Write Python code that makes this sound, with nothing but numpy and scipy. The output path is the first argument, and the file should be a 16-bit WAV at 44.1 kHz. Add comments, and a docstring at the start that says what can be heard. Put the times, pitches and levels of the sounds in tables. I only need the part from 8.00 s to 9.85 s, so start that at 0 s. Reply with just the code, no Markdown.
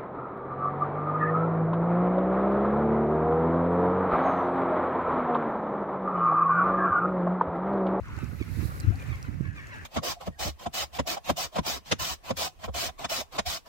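"""A stony lake shore in a light breeze, with wind on the two ports of a microphone.
The wind is shaped noise at each port, pitched eddies and the hiss of one gust.
Close by, ripples wash and lap as noise and clouds of bubbles; droplets tick and trapped air plops.
Far out, gulls yelp in gliding harmonics and ducks quack as pulses through throat resonances;
the opposite bank answers both with a diffuse echo."""
import sys
import numpy as np
from scipy import signal
from scipy.fft import rfft, irfft, next_fast_len
from scipy.io import wavfile
from scipy.ndimage import uniform_filter1d, map_coordinates

SR = 44100
rng = np.random.default_rng(int(sys.argv[2]) if len(sys.argv) > 2 else 0)


def unload_audio(sound):
    """Save the sound as a 16-bit wav file, at the path given as the first command line argument."""
    columns = np.transpose(np.atleast_2d(sound))
    # keep every value between -1 and 1, then stretch to whole-number steps
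    steps = np.round(np.clip(columns, -1, 1) * 32767)
    wavfile.write(sys.argv[1], SR, steps.astype(np.int16))


N = 81585
T = np.arange(N) / SR  # time in s

# Wind rumble at each port: t/s, level/dB
RUMBLE_LEVEL_LEFT = [(0, -46), (.12, -37.5), (.2, -46.5), (.55, -45), (.7, -39), (.9, -30), (1.05, -41),
                     (1.45, -44.5), (1.7, -45.5), (1.85, -45.5)]
RUMBLE_LEVEL_RIGHT = [(0, -46), (.1, -38.5), (.19, -39), (.24, -31.5), (.3, -32), (.45, -38.5), (.51, -29),
                      (.58, -27.5), (.65, -27.5), (.76, -38.5), (.85, -33.5), (1.03, -38.5), (1.1, -27),
                      (1.18, -40), (1.3, -33.5), (1.46, -31), (1.57, -41), (1.73, -48), (1.8, -42.5)]
# Spectrum of the rumble: f/Hz, density/dB
RUMBLE_SPECTRUM = [(20, -21), (40, -13), (62, 6), (100, 1.5), (150, 0), (210, -12.5), (290, -11.5),
                   (420, -30), (700, -49), (1500, -100)]
# Single eddies that strike a port: t/s (centre), level/dB, f/Hz, half length/s, roughness/0-1, port
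EDDIES = [(0.015, -25.5, 85, 0.011, 0, "left"), (0.137, -26, 82.5, 0.0066, 0.07, "right"),
          (0.179, -24.5, 98, 0.01, 0.22, "right"), (0.235, -24, 123, .012, 0.63, "right"),
          (0.331, -27.5, 123, 0.0066, 0.58, "right"), (0.413, -19, 78.5, 0.0084, 0.46, "right"),
          (0.587, -17.5, 94.4, 0.014, 0.26, "right"), (0.63, -22, 115, 0.0084, 0.58, "right"),
          (0.657, -19, 112, 0.0058, 0.22, "right"), (0.847, -23.5, 109, 0.0081, 0.14, "left"),
          (.85, -29, 130, 0.01, 0.54, "right"), (0.887, -8, 101.7, 0.014, 0.06, "left"),
          (0.909, -14, 89, 0.0069, 0.2, "left"), (0.938, -23.5, 84, 0.015, 0.1, "left"),
          (1.088, -21.5, 119, 0.0075, 0.12, "right"), (1.122, -23, 97, 0.016, 0.06, "right"),
          (1.159, -26.5, 100, 0.011, 0, "left"), (1.29, -18.5, 96, 0.0077, 0.24, "right"),
          (1.36, -22, 88, 0.0046, 0, "right"), (1.409, -16.5, 151, 0.0038, 0.3, "right"),
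          (1.432, -25, 127, 0.016, 0.09, "right"), (1.489, -23.5, 100, 0.011, 0, "right")]
# Spectrum of the roughness in an eddy: f/Hz, density/dB
EDDY_GRAIN_SPECTRUM = [(120, -7.5), (200, 3.5), (310, -2.5), (420, -12), (560, -28.5), (1200, -52.5)]
# Hiss of the gust at the right port: t/s, level/dB
GUST_LEVEL = [(0, -74), (.3, -58.5), (.47, -57.5), (.58, -50.5), (.62, -50.5), (.655, -45), (.71, -53.5),
              (.78, -51), (.88, -64.5), (1.03, -60.5), (1.25, -65), (1.45, -73), (1.85, -97)]
# Spectrum of the hiss: f/Hz, density/dB
HISS_SPECTRUM = [(1500, 1), (3000, -13), (4000, 7.5), (6000, -1), (9500, 1), (12500, 4.5), (16000, -1)]
EDDY_SPILL_DB = -26.5  # eddy at the other port
GUST_LEFT_DB = -6.5  # hiss at the left port, relative to the right

# Wash of the ripples: t/s, level/dB
WASH_LEVEL = [(0, -54.5), (.08, -53), (.25, -51.5), (.37, -54.5), (.55, -49), (.75, -51), (.92, -52),
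              (1.04, -47), (1.17, -50.5), (1.36, -55.5), (1.54, -56), (1.62, -52), (1.76, -50),
              (1.85, -53.5)]
# Spectrum given to the wash and its fizz: f/Hz, weight/dB
WATER_SPECTRUM = [(200, 6), (400, 7), (750, -0.5), (1250, 1), (2000, 4), (2650, -0.5), (3300, -11),
                  (4200, -11), (6500, -11), (10000, -20.5), (16000, -20.5)]
BUBBLES_PER_S, BUBBLE_DECAY_CYCLES, BUBBLE_RISE = 420, 7, 0.0495  # rise: share of pitch per decay
FIZZ_DB, FLICKER_DB = -9, 1.5  # fizz against the wash; spread of the flicker

# Ripples that run up the stones: t/s, length/s, level/dB, lag of the right port/ms
LAPS = [(0.272, 0.11, -51.5, 0.22), (0.57, 0.3, -47, -0.35), (1.06, 0.44, -52, 0.44)]
# Spectrum given to the lapping froth: f/Hz, weight/dB
LAP_SPECTRUM = [(300, 13.5), (650, 3.5), (950, -0.5), (1300, 12), (2000, -2), (2700, -12), (3500, -12),
                (8000, -40)]

# Droplets that tick on stone and water: t/s, level/dB, f/Hz (ring), left over right/dB
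DROPS = [(0.166, -42, 4200, 3), (.19, -44, 6700, 5), (0.2433, -41.5, 5800, 0), (0.8012, -31.5, 8000, -9),
         (0.8069, -28.5, 4300, -9), (0.9576, -37.5, 4300, 6), (1.025, -45.5, 11100, 5),
         (1.157, -39.5, 5040, 11), (1.228, -32, 5680, -3.5), (1.671, -43, 6500, 6), (1.7423, -43, 5060, 13)]
# Larger bubbles trapped by a lapping ripple: t/s, level/dB, f/Hz, decay/s, rise per decay/share
PLOPS = [(.186, -34.5, 740, 0.0051, 0.16), (.188, -28, 1300, 0.002, 0.12), (.334, -41, 1000, 0.0022, 0.086),
         (.922, -39, 682, 0.0099, 0.034), (.943, -38.5, 755, 0.0088, 0.03), (1.025, -40, 513, 0.0077, 0.06)]
DROP_RING_S, DROP_CRACK_S, DROP_CRACK = 0.00056, 0.00088, 1.37  # decays; crack gain against the ring
DROP_LOW_HZ = 4040  # high-pass of the droplets: thin, bright ticks with little below this

# Gull yelps: t/s, length/s, first f/Hz, last f/Hz, level/dB,
# brightness per harmonic up to the third/dB, lag of the right port/ms
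YELPS = [(0.072, 0.036, 1135, 864, -54, -18, 0.14), (0.192, 0.058, 1355, 1180, -54.5, 0, -0.081),
         (0.383, 0.067, 1321, 955, -49.5, 3, -0.17), (0.451, 0.039, 1450, 1330, -58.5, 1.5, 0.14),
         (0.806, 0.05, 1380, 1296, -57, 6, 0.22), (0.981, 0.06, 1215, 1153, -51, -1, 0.37),
         (1.064, 0.041, 1280, 1116, -54, -3, 0.48), (1.094, 0.053, 1319, 968, -46.5, -2, -0.25),
         (1.133, 0.033, 1140, 990, -48.5, -0.5, -0.21), (1.223, 0.032, 1405, 1214, -57, -2, 0.42),
         (1.244, 0.041, 1057, 967, -52.5, -1, 0.27), (1.44, 0.048, 1138, 1052, -52.5, -3.5, 0.18),
         (1.553, 0.064, 1227, 1042, -48.5, 0.5, -0.15), (1.688, 0.094, 1122, 689, -50, -2, -0.19),
         (1.716, 0.035, 1450, 1287, -49.5, -1.5, 0.37)]
# Resonances of the gull's throat: f/Hz, level/dB
GULL_THROAT = [(800, -11), (1200, -6), (2350, 0), (3000, -14), (3800, -14), (4900, -25), (6200, -22),
               (8000, -48)]
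GULL_ARCH = 1.45  # the pitch holds at first, then falls ever faster
GULL_JITTER, GULL_RASP_DB = 0.017, 3  # spread of the pitch (share) and of the level

# Duck quacks: t/s, length/s, f/Hz (pitch), f/Hz (throat), filter width/Hz, level/dB, lag of the right port/ms
QUACKS = [(0.028, 0.17, 304.6, 1350, 476, -50.5, 0.15), (0.164, 0.12, 302, 1350, 560, -52.5, -0.096),
          (0.783, 0.2, 279.5, 1520, 352, -51, 0.3), (1.001, .11, 356, 1680, 450, -54.5, 0.48),
          (1.415, 0.15, 291.8, 1670, 225, -50.5, 0.39), (1.547, 0.154, 305.3, 1725, 245, -48.5, 0.37),
          (1.685, 0.13, 290.8, 1670, 280, -49.5, 0.42), (1.713, 0.14, 269.7, 1650, 300, -48.5, 0.39)]
DUCK_SAG, DUCK_JITTER = 0.03, 0.028  # fall and spread of the pitch (shares)
DUCK_BREATH = 0.11  # noise gain against pulses of height 1
UPPER_RATIO, UPPER_DB = 1.514, -13.5  # upper resonance against the lower: pitch and level

BANK_T60_S, BANK_DB = 0.4, -11
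SHADE_DB_PER_MS = 6  # the port that is reached later is also a little quieter
TOP_HZ = 15900


def undb(db):
    """Decibels to gain."""
    return 10 ** (np.asarray(db) / 20)


def unit(x):
    """Scale to rms 1."""
    return x / np.sqrt(np.mean(x ** 2) + 1e-20)


def even_out(x, size):
    """Hold the rms near 1 over a sliding window of this many samples."""
    return x / np.sqrt(uniform_filter1d(x ** 2, size=size))


def curve(rows):
    """Join the levels of a table by straight lines in time."""
    times, levels = np.array(rows).T
    return np.interp(T, times, levels)


def response(hz, points):
    """Gain of a spectrum table at these frequencies, joined on a log-frequency axis."""
    f, db = np.array(points).T
    return undb(np.interp(np.log(np.maximum(hz, 1)), np.log(f), db))


def colour(x, points):
    """Shape a signal with a spectrum table, at rms 1."""
    size = next_fast_len(N)
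    gain = response(np.fft.rfftfreq(size, 1 / SR), points)
    return unit(irfft(rfft(x, size) * gain, size)[..., :N])


def band(x, hz, width_hz):
    """A two-pole resonance."""
    b, a = signal.iirpeak(min(hz, SR / 2 - 1), hz / width_hz, fs=SR)
    return signal.lfilter(b, a, x)


def walk(rate):
    """Smooth random drift with an rms of 1, given a new target at this rate in Hz."""
    k = max(int(SR / rate), 1)
    steps = np.repeat(rng.standard_normal(N // k + 2), k)
    return unit(uniform_filter1d(steps, k)[:N])


def pan(db):
    """Left and right gains for left over right in dB; the nearer side stays at 1."""
    return undb(np.minimum([[db], [-db]], 0))


def ports(x, lag_ms):
    """A sound from one side reaches the far port later and weaker."""
    right = map_coordinates(x, [np.arange(len(x)) - lag_ms * SR / 1000], order=3)
    return np.array([x, right]) * pan(SHADE_DB_PER_MS * lag_ms)


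def add(out, start, x):
    """Mix a sound in at a time in s."""
    i = int(np.clip(start * SR, 0, N - 1))
    out[..., i:i + x.shape[-1]] += x[..., :N - i]


def bubble(hz, decay, rise):
    """A damped ring whose pitch climbs by the share 'rise' in each decay time."""
    t = np.arange(int(5 * decay * SR) + 2) / SR
    ring = np.sin(2 * np.pi * hz * t * (1 + rise * t / decay / 2))
    attack = 1 - np.exp(-2 * t * hz)
    return ring * np.exp(-t / decay) * attack


def wind():
    """Turbulence rumbles separately at each port, with single eddies and the hiss of the gust on top."""
    rumble = even_out(colour(rng.standard_normal((2, N)), RUMBLE_SPECTRUM), 2600)
    out = rumble * undb([curve(RUMBLE_LEVEL_LEFT), curve(RUMBLE_LEVEL_RIGHT)])
    grain = even_out(colour(rng.standard_normal(N), EDDY_GRAIN_SPECTRUM), 1200)
    for at, db, hz, half, rough, port in EDDIES:
        swirl = rough * grain + np.sin(2 * np.pi * hz * (T - at))
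        swell = np.exp(-((T - at) / half) ** 2)
        side = pan(EDDY_SPILL_DB if port == "right" else -EDDY_SPILL_DB)
        out = out + side * undb(db) * swirl * swell
    hiss = colour(rng.standard_normal((2, N)), HISS_SPECTRUM)
    return out + hiss * undb(curve(GUST_LEVEL)) * pan(GUST_LEFT_DB)


def ripples():
    """A flickering noise wash with many tiny ringing bubbles scattered along the shore."""
    wash = rng.standard_normal((2, N)) * undb(FLICKER_DB * walk(25.25))
    fizz = np.zeros((2, N))
    for when, pitch, chance, side in rng.random((int(BUBBLES_PER_S * N / SR), 4)):
        hz = 450 * 26 ** pitch
        gain = hz * undb(-3 * np.log(chance + 0.03))  # few loud, many soft
        ring = bubble(hz, BUBBLE_DECAY_CYCLES / hz, BUBBLE_RISE) * gain
        add(fizz, when * N / SR, ring * pan(16 * (side - 0.5)))
    water = colour(wash, WATER_SPECTRUM) + undb(FIZZ_DB) * colour(fizz, WATER_SPECTRUM)
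    return water * undb(curve(WASH_LEVEL))


def laps():
    """Each ripple swells and ebbs as a froth of short bubbles."""
    froth, out = np.zeros(N), np.zeros((2, N))
    for when, pitch, chance in rng.random((int(900 * N / SR), 3)):  # 900 bubbles per s
        hz = 400 * 12 ** pitch
        gain = hz * undb(-2.5 * np.log(chance + 0.0069))
        add(froth, when * N / SR, bubble(hz, 4 / hz, 0.057) * gain)
    froth = colour(froth, LAP_SPECTRUM)
    for at, length, db, lag_ms in LAPS:
        swell = np.sin(np.pi * np.clip((T - at) / length, 0, 1))
        out = out + undb(db) * ports(froth * swell, lag_ms)
    return out


def splashes():
    """Droplets crack and ring for an instant; trapped air plops as a ring of rising pitch."""
    out, t = np.zeros((2, N)), T[:SR // 100]
    thin = signal.butter(6, DROP_LOW_HZ, "high", fs=SR, output="sos")
    for at, db, hz, side_db in DROPS:
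        burst = rng.standard_normal((2, len(t))) * np.exp(-t / DROP_CRACK_S)
        b, a = signal.butter(1, hz, fs=SR)
        crack = signal.lfilter(b, a, burst)
        ring = np.sin(2 * np.pi * hz * t) * np.exp(-t / DROP_RING_S)
        drop = signal.sosfilt(thin, ring + DROP_CRACK * crack)
        add(out, at, undb(db) * pan(side_db) * drop)
    for at, db, hz, decay, rise in PLOPS:
        add(out, at, undb(db) * ports(bubble(hz, decay, rise), lag_ms=0.37))
    return out


def gulls():
    """Short, slightly hoarse yelps: six harmonics arch down through the throat's resonances."""
    out = np.zeros((2, N))
    for at, length, first_hz, last_hz, db, bright_db, lag_ms in YELPS:
        u = np.linspace(0, 1, int(length * SR))
        glide = first_hz + (last_hz - first_hz) * u ** GULL_ARCH
        hz = glide * (1 + GULL_JITTER * walk(500)[:len(u)])
        phase = 2 * np.pi * np.cumsum(hz) / SR
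        voice = 0
        for k in range(1, 7):
            gain = undb(min(k, 3) * bright_db) * response(k * hz, GULL_THROAT)
            voice = voice + gain * np.sin(k * phase)
        rasp = undb(GULL_RASP_DB * walk(282)[:len(u)])
        yelp = unit(voice * np.sin(np.pi * u) * rasp)
        add(out, at, undb(db) * ports(yelp, lag_ms))
    return out


def ducks():
    """Pulses and breath noise ring two throat resonances; the pitch sags in each quack."""
    out = np.zeros((2, N))
    for at, length, pitch_hz, throat_hz, width_hz, db, lag_ms in QUACKS:
        u = np.linspace(0, 1, int(length * SR))
        hz = pitch_hz * (1 - DUCK_SAG * u) * (1 + DUCK_JITTER * walk(150)[:len(u)])
        pulses = np.diff(np.floor(np.cumsum(hz) / SR), prepend=0)  # one per cycle
        source = pulses + DUCK_BREATH * rng.standard_normal(N)[:len(u)]
        upper_hz = throat_hz * UPPER_RATIO
        # each resonance is a narrow filter followed by one twice as wide
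        lower = band(band(source, throat_hz, width_hz), throat_hz, 2 * width_hz)
        upper = band(band(source, upper_hz, width_hz), upper_hz, 2 * width_hz)
        swell = np.abs(np.sin(np.pi * u)) ** 0.5
        quack = unit((lower + undb(UPPER_DB) * upper) * swell)
        add(out, at, undb(db) * ports(quack, lag_ms))
    return out


def across_water(x):
    """The opposite bank adds a diffuse echo: decaying noise convolved with the far calls."""
    decay = np.exp(-np.log(1000) * T / BANK_T60_S)
    tail = unit(rng.standard_normal((2, N)) * decay) / np.sqrt(N)
    return x + undb(BANK_DB) * signal.fftconvolve(x, tail, axes=1)[:, :N]


def scene():
    """Wind on the microphone, water close by, birds far off."""
    return wind() + ripples() + laps() + splashes() + across_water(gulls() + ducks())


def record(dry):
    """A steep low-pass cuts the top of the treble."""
    low_pass = signal.ellip(10, 0.2, 80, TOP_HZ, fs=SR, output="sos")
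    return signal.sosfilt(low_pass, dry)


dry = scene()
out = record(dry)
unload_audio(out)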